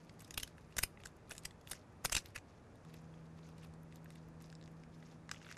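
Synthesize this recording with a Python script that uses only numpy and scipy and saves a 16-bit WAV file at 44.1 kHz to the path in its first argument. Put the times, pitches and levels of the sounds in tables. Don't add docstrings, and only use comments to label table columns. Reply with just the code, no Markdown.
import sys
import numpy as np
from scipy import signal
from scipy.io import wavfile

SR = 44100
rng = np.random.default_rng(int(sys.argv[2]) if len(sys.argv) > 2 else 0)


def wav_record(signal):
    frames = np.transpose(np.atleast_2d(signal))
    bounded = np.clip(frames, -1, 1)
    quanta = np.round(bounded * 32767).astype(np.int16)
    wavfile.write(sys.argv[1], SR, quanta)


N = 246033
TIME_S = np.arange(N) / SR
SHEARS_DOWN_S = 2.45


def from_db(db):
    return 10 ** (np.asarray(db) / 20)


def rms_one(x):
    return x / np.sqrt(np.mean(x ** 2) + 1e-20)


def band(x, low_hz, high_hz, order=2):
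    return signal.sosfilt(signal.butter(order, [low_hz, high_hz], "band", fs=SR, output="sos"), x)


def drift(rate_hz):
    r = np.exp(-80 * np.pi * rate_hz / SR)
    noise = rng.standard_normal(N // 40 + 2002)
    slow = signal.lfilter([1], [1, -2 * r, r * r], noise)[2000:]
    return np.interp(np.arange(N) / 40, np.arange(len(slow)), rms_one(slow))


def grains(size, per_s, spread_db):
    born = rng.random(size) < per_s / SR
    sizes = from_db(spread_db * np.minimum(rng.exponential(1, size), 4))
    return born * sizes * rng.choice([-1, 1], size) + 1e-18


def cut_then_pried(cut_db, pried_db):
    return np.where(TIME_S < SHEARS_DOWN_S, cut_db, pried_db)


# (frequency [Hz], relative level [dB per Hz])
AIR_BALANCE = [(18, 0.5), (30, -18.5), (60, -5.5), (85, -1.5), (130, -5.5), (250, -9), (500, -14),
               (1000, -19), (2000, -27.5), (3000, -37.5), (6000, -39), (9000, -44.5), (13000, -50)]


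def air(level_db, top_hz, above_top_db, patchy_db):
    white = rng.standard_normal((2, N))
    hz, balance_db = np.transpose(AIR_BALANCE)
    edges_hz = 20 * 2 ** np.arange(0, 9.6, .5)
    noise = 0
    for k, (low_hz, high_hz) in enumerate(zip(edges_hz, edges_hz[1:])):
        middle = np.log(low_hz * high_hz) / 2
        gain_db = np.interp(middle, np.log(hz), balance_db) + patchy_db * drift(0.58)
        noise = noise + from_db(gain_db) * band(white[k % 2], low_hz, high_hz)
    below = signal.sosfiltfilt(signal.butter(8, top_hz, fs=SR, output="sos"), noise)
    return from_db(level_db) * rms_one(below + from_db(above_top_db) * (noise - below))


# (time [s], level [dB])
MOTOR_LEVEL = [(0, -69), (1.4, -71.5), (2.81, -76), (2.87, -60), (4.0, -60), (4.6, -60), (5.2, -62.5),
               (5.58, -66.5)]
# (frequency [Hz], level over the hum level [dB])
MOTOR_TONES = [(80.6, -11), (161.1, 3), (241.7, -8), (322.3, -12.5), (480, -15.5)]


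def motor():
    hum_db = np.interp(TIME_S, *np.transpose(MOTOR_LEVEL))
    hum = 0
    for hz, tone_db in MOTOR_TONES:
        strength = from_db(tone_db + 0.4 * drift(6))
        hum = hum + strength * np.sin(2 * np.pi * hz * TIME_S + rng.uniform(0, 2 * np.pi))
    return np.sqrt(2) * from_db(hum_db) * hum


REST_DB = -86
# (time of full strength [s], time held [s], level [dB])
HAND_EFFORTS = [(0.0, 0.15, -78.5), (0.2, 0.098, -70.5), (0.392, .09, -69), (0.58, 0.19, -78),
                (0.788, 0.036, -64.5), (1.0, 0.08, -75.5), (1.299, 0.074, -71.5), (1.442, 0.024, -72),
                (1.691, 0.06, -62.5), (2.06, .06, -65), (2.128, 0.043, -57), (2.238, 0.066, -71.5),
                (2.47, 0.11, -77), (2.848, 0.14, -75.5), (3.102, 0.16, -79), (3.379, 0.12, -74),
                (3.57, .09, -75.5), (3.72, 0.15, -85), (3.917, 0.06, -79), (4.101, 0.089, -75),
                (4.412, 0.11, -74.5), (4.6, 0.091, -85), (4.78, .07, -80.5), (4.947, 0.2, -76),
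                (5.31, 0.074, -71), (5.41, .05, -69.5), (5.48, 0.06, -67)]


def effort_db():
    rise_db_per_s, fall_db_per_s = 423, 259
    out = np.full(N, float(REST_DB))
    for s, held_s, level_db in HAND_EFFORTS:
        before_db = rise_db_per_s * np.maximum(s - TIME_S, 0)
        after_db = fall_db_per_s * np.maximum(TIME_S - s - held_s, 0)
        out = np.maximum(out, level_db - before_db - after_db)
    return out


# (low edge [Hz], high edge [Hz], level over the effort [dB])
GRAIN_BANDS = [(1230, 1845, -10.5), (1800, 3000, -3.5), (3200, 4850, -5), (4650, 7000, -3.5)]


def creak(fine_cut_db, fine_pried_db):
    shared = drift(18)
    finest = (7120, 12000, cut_then_pried(fine_cut_db, fine_pried_db))
    out = 0
    for low_hz, high_hz, level_db in GRAIN_BANDS + [finest]:
        clumps = from_db(2.5 * shared + 3.5 * drift(40))
        rustle = band(grains(N, 2500, 4.5) * clumps, low_hz, high_hz, order=3)
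        out = out + from_db(level_db) * rms_one(rustle)
    return from_db(effort_db()) * out


def ticks(count, middle_db, spread_db, length_ms):
    odds = np.cumsum(np.clip(effort_db() - REST_DB, 0, 12) + 1)
    when, low, mid, high, size, body, splinters = rng.random((count, 7)).T
    s = np.interp(when * odds[-1], odds, TIME_S)
    pitches_hz = 1400 * 2 ** low, 3300 * 2 ** mid, 7500 * 1.7 ** high
    edge_db = middle_db + spread_db * (2 * size - 1)
    same = np.ones(count)
    return list(zip(s, length_ms * same, *pitches_hz, edge_db,
                    -20 * same, 6 - 24 * body, 6 - 24 * splinters))


# (frequency [Hz], width [Hz], kept within 330 to 1100 when played, level [dB])
SHELL_RESONANCES = [(1250, 290, -20.5), (1640, 310, -1.5), (1856, 270, 6), (2500, 294, 3), (2740, 510, 7),
                    (3660, 540, 9), (4020, 1400, -6), (4870, 680, 6), (5410, 1400, 2.5), (7090, 1900, 4),
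                    (7990, 895, 5), (8600, 590, -30), (9580, 170, 2), (10270, 990, 7), (13600, 1800, -14)]


def shell(x, strengths_db, shifts, direct):
    out = direct * signal.lfilter([.5, .5], 1, x)
    for (hz, width_hz, level_db), strength_db, shift in zip(SHELL_RESONANCES, strengths_db, shifts):
        r = np.exp(-np.pi * np.clip(width_hz, 330, 1100) / SR)
        b = np.sqrt(1 - r * r) * np.array([1, 0, -1]) / 2
        a = [1, -2 * r * np.cos(2 * np.pi * hz * shift / SR), r * r]
        out = out + from_db(level_db + strength_db) * signal.lfilter(b, a, x)
    return out


# (time [s], length [ms], body pitch [Hz], edge pitch [Hz], splinter pitch [Hz],
# edge level [dB], knock over edge [dB], body over edge [dB], splinters over edge [dB])
SHELL_CRACKS = [(0.0945, 3, 2840, 4600, 8050, -59, -15.0, 0, -29),
                (0.1952, 0.72, 1310, 4600, 11530, -58, -15.0, -10, -1),
                (0.2052, 1.3, 2290, 6000, 7890, -60, -16.0, -1, 5.5),
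                (0.2092, 0.8, 2410, 5740, 8130, -62.5, -17, 3, 3.5),
                (0.2196, 4.9, 1640, 5680, 11800, -66.5, -10, 3, 4),
                (0.246, 3.5, 1750, 5030, 7920, -58, -18.0, -19.5, -6.0),
                (0.279, 1.8, 1790, 5890, 8540, -68, -15.0, 3, 4),
                (0.308, 1.26, 2050, 6150, 9240, -45, -24.5, -7, -6),
                (0.341, 3.5, 2700, 5800, 8500, -48.5, -26, -7, -4.5),
                (0.376, 2.64, 2860, 3450, 9300, -37.5, -16, 0.5, -4),
                (0.3789, 2.3, 2870, 5860, 11860, -41.5, -10.5, -2.5, 1),
                (0.399, 2.0, 2820, 5900, 8450, -45, -34, -8, -8),
                (0.4036, 1.5, 2270, 3760, 8500, -55, -28, 2.0, 5),
                (0.408, 3.0, 2790, 3950, 10770, -62, -18.0, -5, 4),
                (0.431, 3.9, 3030, 5500, 10840, -39.5, -44, -4.5, -4.5),
                (0.4762, 2.1, 1730, 4750, 9200, -55, -16, -3, -5),
                (0.5813, 1.5, 1690, 4340, 8480, -68.5, -17, 13, -4),
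                (0.724, 2.2, 2440, 5430, 8140, -66, -15.0, 5, -16.5),
                (0.7673, 2.5, 1520, 5800, 8660, -43, -6, -4.5, -1.5),
                (0.7839, 1.6, 1410, 6450, 8800, -33, -27, -6.5, -6.5),
                (0.7861, 5, 1790, 6300, 12700, -38, -11.5, 3, 1),
                (0.8185, 5.5, 2680, 5900, 8800, -72, -16.5, -19, 17.5),
                (0.8331, 5.3, 2410, 4870, 9220, -34, -13.5, -0.5, 1.5),
                (0.9739, 0.73, 2070, 4960, 10500, -70.5, -15.0, 17, -19.5),
                (1.002, 1.3, 1870, 4270, 8030, -79.5, -13, 22.0, -13),
                (1.0365, 0.89, 2320, 3370, 8000, -54, -12, 2.5, -11),
                (1.056, 4.6, 1690, 5400, 7200, -49.5, -18, 1.5, -2.5),
                (1.071, 1, 1350, 3540, 7660, -53.5, -23, -9, -1),
                (1.165, 6.0, 1580, 6560, 9680, -86.5, -15.0, -7, 11.5),
                (1.296, 0.9, 1440, 3340, 9560, -63.5, -18, -3, 11),
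                (1.3085, 5.7, 1460, 5900, 8380, -48.5, -14, 0.5, -5),
                (1.3178, 0.54, 2540, 6120, 8030, -48, -1, 4.5, -2),
                (1.321, 5.3, 1770, 3510, 9730, -60, -13, 2.0, 5),
                (1.335, 2.2, 2420, 6640, 7890, -62, -15.0, -10, 1),
                (1.3518, 1.7, 2580, 6700, 7710, -58.5, -5, 1, 0),
                (1.366, 1.2, 1040, 6140, 7810, -61.0, -15.0, -12, 2.0),
                (1.3804, 1, 2480, 6700, 7300, -44.5, -27, -11, -1),
                (1.3917, 1.1, 1260, 6440, 7710, -72.0, -15.0, -7.0, 13),
                (1.436, 0.88, 1130, 4850, 8100, -65, -15.0, -16.0, 6),
                (1.4526, 4.2, 2460, 5300, 7800, -41, -24, -4.5, -3),
                (1.5087, 2.5, 2030, 3360, 7800, -59.5, -23, -2, -11),
                (1.6126, 1.4, 990, 5560, 11010, -64.5, -1, -14.5, -6),
                (1.673, 1.7, 2800, 3420, 8200, -52, -24, 0, -9),
                (1.6803, 0.8, 1490, 5370, 12340, -71, -15.0, -5, 12),
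                (1.6877, 1.0, 1100, 5280, 11800, -68.5, -15.0, -6, 10),
                (1.6984, 1.1, 1440, 6300, 9290, -63, -18.0, -1.0, 12),
                (1.7027, 0.7, 1970, 6370, 12090, -69, -17, -15.5, 9),
                (1.7057, 0.7, 2050, 6030, 7920, -74, -15.0, 0.5, 10),
                (1.712, 3.2, 1300, 5970, 8660, -46.5, -13, -5, 3),
                (1.7157, 0.97, 1960, 6500, 8900, -49.5, -18, 0, 11.5),
                (1.717, 2.2, 1890, 4750, 9000, -43.5, -22, -4, -1),
                (1.7208, 2.7, 2820, 5650, 7800, -53.5, -2, -6, 2.0),
                (1.7312, 3.1, 1320, 4820, 7710, -51.0, -13, 3, -1.0),
                (2.0484, 5, 1280, 6600, 12000, -38.5, -4, 2, 0),
                (2.055, 4.4, 2370, 4750, 8800, -35, -17.5, -3.5, -2.5),
                (2.0968, 1.6, 1360, 5400, 10100, -42.5, -15.0, -4, -7),
                (2.1217, 4.1, 1390, 6160, 8600, -36, -10, -6, -2.5),
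                (2.1247, 6.8, 2900, 5950, 7600, -39.5, -19, 1.0, 0.5),
                (2.1483, 4.5, 2700, 5540, 7640, -36.5, -20, 0.5, -2),
                (2.152, 2.5, 1170, 5640, 7810, -32, -19, -13, -9),
                (2.1659, 1.4, 2590, 5800, 8300, -30.5, -33, -1, -19),
                (2.167, 4, 2440, 4340, 8700, -35.5, -27, -7, -3.5),
                (2.1709, 6.5, 2800, 5300, 8870, -45, -30, 5.5, -12),
                (2.1779, 3.2, 1950, 5210, 7850, -41, -33.5, -5, -6.0),
                (2.182, 2.9, 1800, 5700, 7900, -41, -36, -12, -21),
                (2.189, 3.2, 1800, 3970, 7710, -49, -27.5, -10, -17),
                (2.2588, 1.13, 2000, 3640, 12900, -50.5, -26.0, -6, -5),
                (2.3557, 12.4, 2370, 5500, 8800, -51, -14, 5.5, -4),
                (2.3778, 1.6, 2350, 3310, 7710, -55, -18, 6, -4.0),
                (2.3825, 5.1, 2420, 6000, 7710, -58.5, -22, 1, -10),
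                (2.8506, 0.85, 1270, 3660, 7710, -71.5, -12, 11, 3),
                (2.94, 4.0, 2450, 3460, 10900, -61.5, -1, -1.0, -3),
                (3.1395, 2.3, 1180, 3410, 10150, -78, -18, 13, -6),
                (3.39, 2.0, 990, 4230, 8340, -75.5, -15.0, 12.5, -6),
                (3.4897, 0.91, 1384, 3310, 13280, -68, -14, 6, 0.0),
                (3.581, 2.4, 1060, 5200, 8450, -65, -15.0, -6, -3.5),
                (3.6294, 6.0, 2670, 3380, 8300, -73, -15.0, 9.5, -1),
                (3.6463, 2.4, 1060, 3560, 12000, -71.5, -15.0, 11, 3),
                (3.738, 1.6, 990, 5840, 8660, -65.5, 4, -10, -3),
                (3.8324, 1.4, 1350, 4570, 12250, -82, -14, 10, 15),
                (3.9248, 0.56, 2000, 3570, 8320, -61, -14, 5.5, -12),
                (3.9583, 1.5, 990, 6250, 11400, -60.5, -12, -4, -1),
                (4.0448, 1.3, 990, 6200, 11800, -73.5, -15.0, 11, 11),
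                (4.0588, 1.6, 1830, 4520, 7860, -74.5, -18, 18, -11),
                (4.1046, 0.83, 2030, 3740, 8230, -57.5, -20, 1.5, -2),
                (4.1565, 3.3, 1980, 3650, 7800, -64.5, -12, 0, -13),
                (4.285, 2.6, 990, 6240, 13080, -73.5, -15.0, 1, 0),
                (4.4046, 1.2, 990, 5730, 7710, -64, -15.0, 0, -18),
                (4.4115, 1.7, 1300, 5120, 8520, -65.5, -13, -1.0, -12.0),
                (4.421, 4.7, 1280, 6270, 10990, -72.5, -14, -7, 8),
                (4.4422, 0.6, 1290, 4910, 7800, -58.0, -19.5, -6, -21),
                (4.4575, 0.6, 990, 4820, 8960, -65.0, -15.0, -14.5, -16.0),
                (4.501, 0.45, 2760, 4840, 8800, -55, -21, -11, -14),
                (4.5271, 0.63, 1630, 4660, 7800, -56.5, -21, 2.5, -16),
                (4.5522, 0.55, 990, 5090, 7500, -52.5, -23, -19.5, -24),
                (4.6128, 0.96, 2550, 3900, 8350, -59.5, -6, -3, -25),
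                (4.6265, 0.8, 1700, 3930, 7710, -60, -17.0, -3.0, -19.5),
                (4.6394, 0.7, 990, 5600, 12460, -59.5, -22, -20.5, -21.5),
                (4.6595, 0.6, 996, 4510, 12500, -59.5, -16, -16, -25.5),
                (4.6771, 1.1, 2350, 6040, 7800, -63, -14, 4.5, -20),
                (4.7163, 1.2, 970, 3530, 11990, -94, -15.0, 6, 19),
                (4.8363, 0.7, 2310, 5500, 8700, -61, -15.0, 4, -19),
                (5.0257, 2.5, 2000, 4070, 8630, -70.5, -16, 10, -27),
                (5.1004, 1.7, 980, 3820, 7800, -73, -20, 7, -28),
                (5.2929, 0.84, 1670, 4700, 8000, -50.5, -22, 6.5, -29),
                (5.3139, 1.95, 1670, 5600, 7800, -38.5, -27.0, 0, -11.5),
                (5.336, 5.8, 1430, 5880, 7710, -62.5, -13, 2, -12),
                (5.3449, 1.0, 2020, 3310, 7710, -59.5, -20, 7.5, -16),
                (5.3619, 0.8, 2840, 3310, 7710, -63, -15.5, 8, -18),
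                (5.3706, 1.2, 2840, 3310, 7710, -69, -15.0, 11, -20.5),
                (5.402, 2.6, 1590, 4010, 7710, -80.5, -15.0, 14, -7.5),
                (5.4163, 1.8, 1920, 3310, 8200, -71.5, -15.0, 14.5, -19.0),
                (5.427, 2.2, 2720, 5680, 7920, -63, -15.0, 3, -14.0),
                (5.4453, 4.2, 1380, 3310, 8850, -68, -17, 7, -13),
                (5.464, 5, 1710, 3420, 7710, -71, -15.0, 17, -14.0),
                (5.4895, 0.93, 1540, 4200, 8600, -63, -16, 11.5, -23.5),
                (5.506, 1.3, 2000, 4150, 8320, -60, -18, 6, -16.0),
                (5.513, 1.3, 1510, 4200, 11740, -54.5, -21, 9, -15),
                (5.5242, 2.7, 1960, 5600, 8200, -52, -19, -2, -23),
                (5.546, 1.4, 1750, 5850, 7710, -80.0, -15.0, 20, -6.0),
                (5.569, 1.8, 1950, 6470, 7650, -52.5, -22, 1, -17),
                (5.5728, 1.1, 1940, 5240, 7800, -45, -26, 5, -14)]
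# (low edge [Hz], high edge [Hz])
CRACK_PARTS = [(350, 800), (950, 3000), (3000, 7000), (7000, 14500)]


def cracks(swell, lead, lead_share, fall_ms, direct, off_pitch_db, on_pitch_db):
    before, size = 400, 1500
    shift_share = .07
    splinter_reach = 1.55
    out = np.zeros(N + size + before)
    ms = (np.arange(size) - before) * 1000 / SR
    shell_hz, _, shell_db = np.transpose(SHELL_RESONANCES)
    filters = [signal.butter(3, edges_hz, "band", fs=SR, output="sos") for edges_hz in CRACK_PARTS]
    faint = ticks(count=30, middle_db=-74, spread_db=3, length_ms=1.5)
    for s, length_ms, *pitches_hz, edge_db, knock_db, body_db, splinters_db in SHELL_CRACKS + faint:
        arch = 1 - swell * np.cos(2 * np.pi * np.clip(ms / length_ms, 0, 1)) * min(length_ms / 8, 1)
        shape = arch * np.exp(-np.maximum(ms - length_ms, 0) / fall_ms)
        lead_in = np.exp(ms / (lead_share * max(length_ms, 3)))
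        shape = np.where(ms < 0, lead * np.clip(length_ms / 4, .3, 1) * lead_in, shape)
        force = grains(size, per_s=16000, spread_db=4.2)
        force[before] = 3 + 15 / length_ms
        blow = force * shape

        octaves = abs(np.log2(shell_hz / np.array(pitches_hz)[:, None]))
        strengths_db = -off_pitch_db * octaves.min(axis=0) + 3 * rng.standard_normal(len(shell_hz))
        shifts = 1 + shift_share * rng.uniform(-1, 1, len(shell_hz))
        nearest = octaves.argmin(axis=1)
        shifts[nearest] = pitches_hz / shell_hz[nearest]
        strengths_db[nearest] = on_pitch_db - shell_db[nearest]
        ringing = shell(blow, strengths_db, shifts, direct)
        top_hz = min(splinter_reach * pitches_hz[-1], 15000)
        ringing = signal.sosfilt(signal.butter(3, top_hz, fs=SR, output="sos"), ringing)

        at = round(s * SR)
        levels_db = edge_db + np.array((knock_db, body_db, 0, splinters_db))
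        for sos, (low_hz, _), level_db in zip(filters, CRACK_PARTS, levels_db):
            part = signal.sosfilt(sos, ringing if low_hz > 500 else blow)
            burst = (ms > 0) & (ms < max(length_ms + .4, 1000 / low_hz))
            out[at:at + size] += from_db(level_db) * part / np.sqrt(np.mean(part[burst] ** 2))
    return out[before:before + N]


def push(crack, cut_db, pried_db):
    size = np.abs(crack) * from_db(cut_then_pried(cut_db, pried_db))
    return band(size, 28.08, 350, order=1)


def kitchen(x, early_db, early_t60, late_db, late_t60):
    t = np.arange(12000) / SR
    early = from_db(early_db - 60 * t / early_t60)
    late = from_db(late_db - 60 * t / late_t60)
    echoes = band(rng.standard_normal(len(t)), 2800, 13500, order=1) * (early + late)
    return signal.fftconvolve(x, echoes)[:N]


def scene():
    background = air(level_db=-60, top_hz=12030, above_top_db=-20, patchy_db=0.4) + motor()
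    creaking = creak(fine_cut_db=-7, fine_pried_db=-10.5)
    crack = cracks(swell=0.67, lead=0.56, lead_share=0.61, fall_ms=0.75,
                   direct=0.0393, off_pitch_db=13, on_pitch_db=10)
    low_push = push(crack, cut_db=-4.0, pried_db=-15)
    room = kitchen(crack, early_db=-31.0, early_t60=0.053, late_db=-52.5, late_t60=0.21)
    return (background + creaking + crack + low_push + room)[None]


def record(dry):
    return signal.sosfilt(signal.cheby2(12, 60, 16500, fs=SR, output="sos"), dry)


dry = scene()
out = record(dry)
wav_record(out)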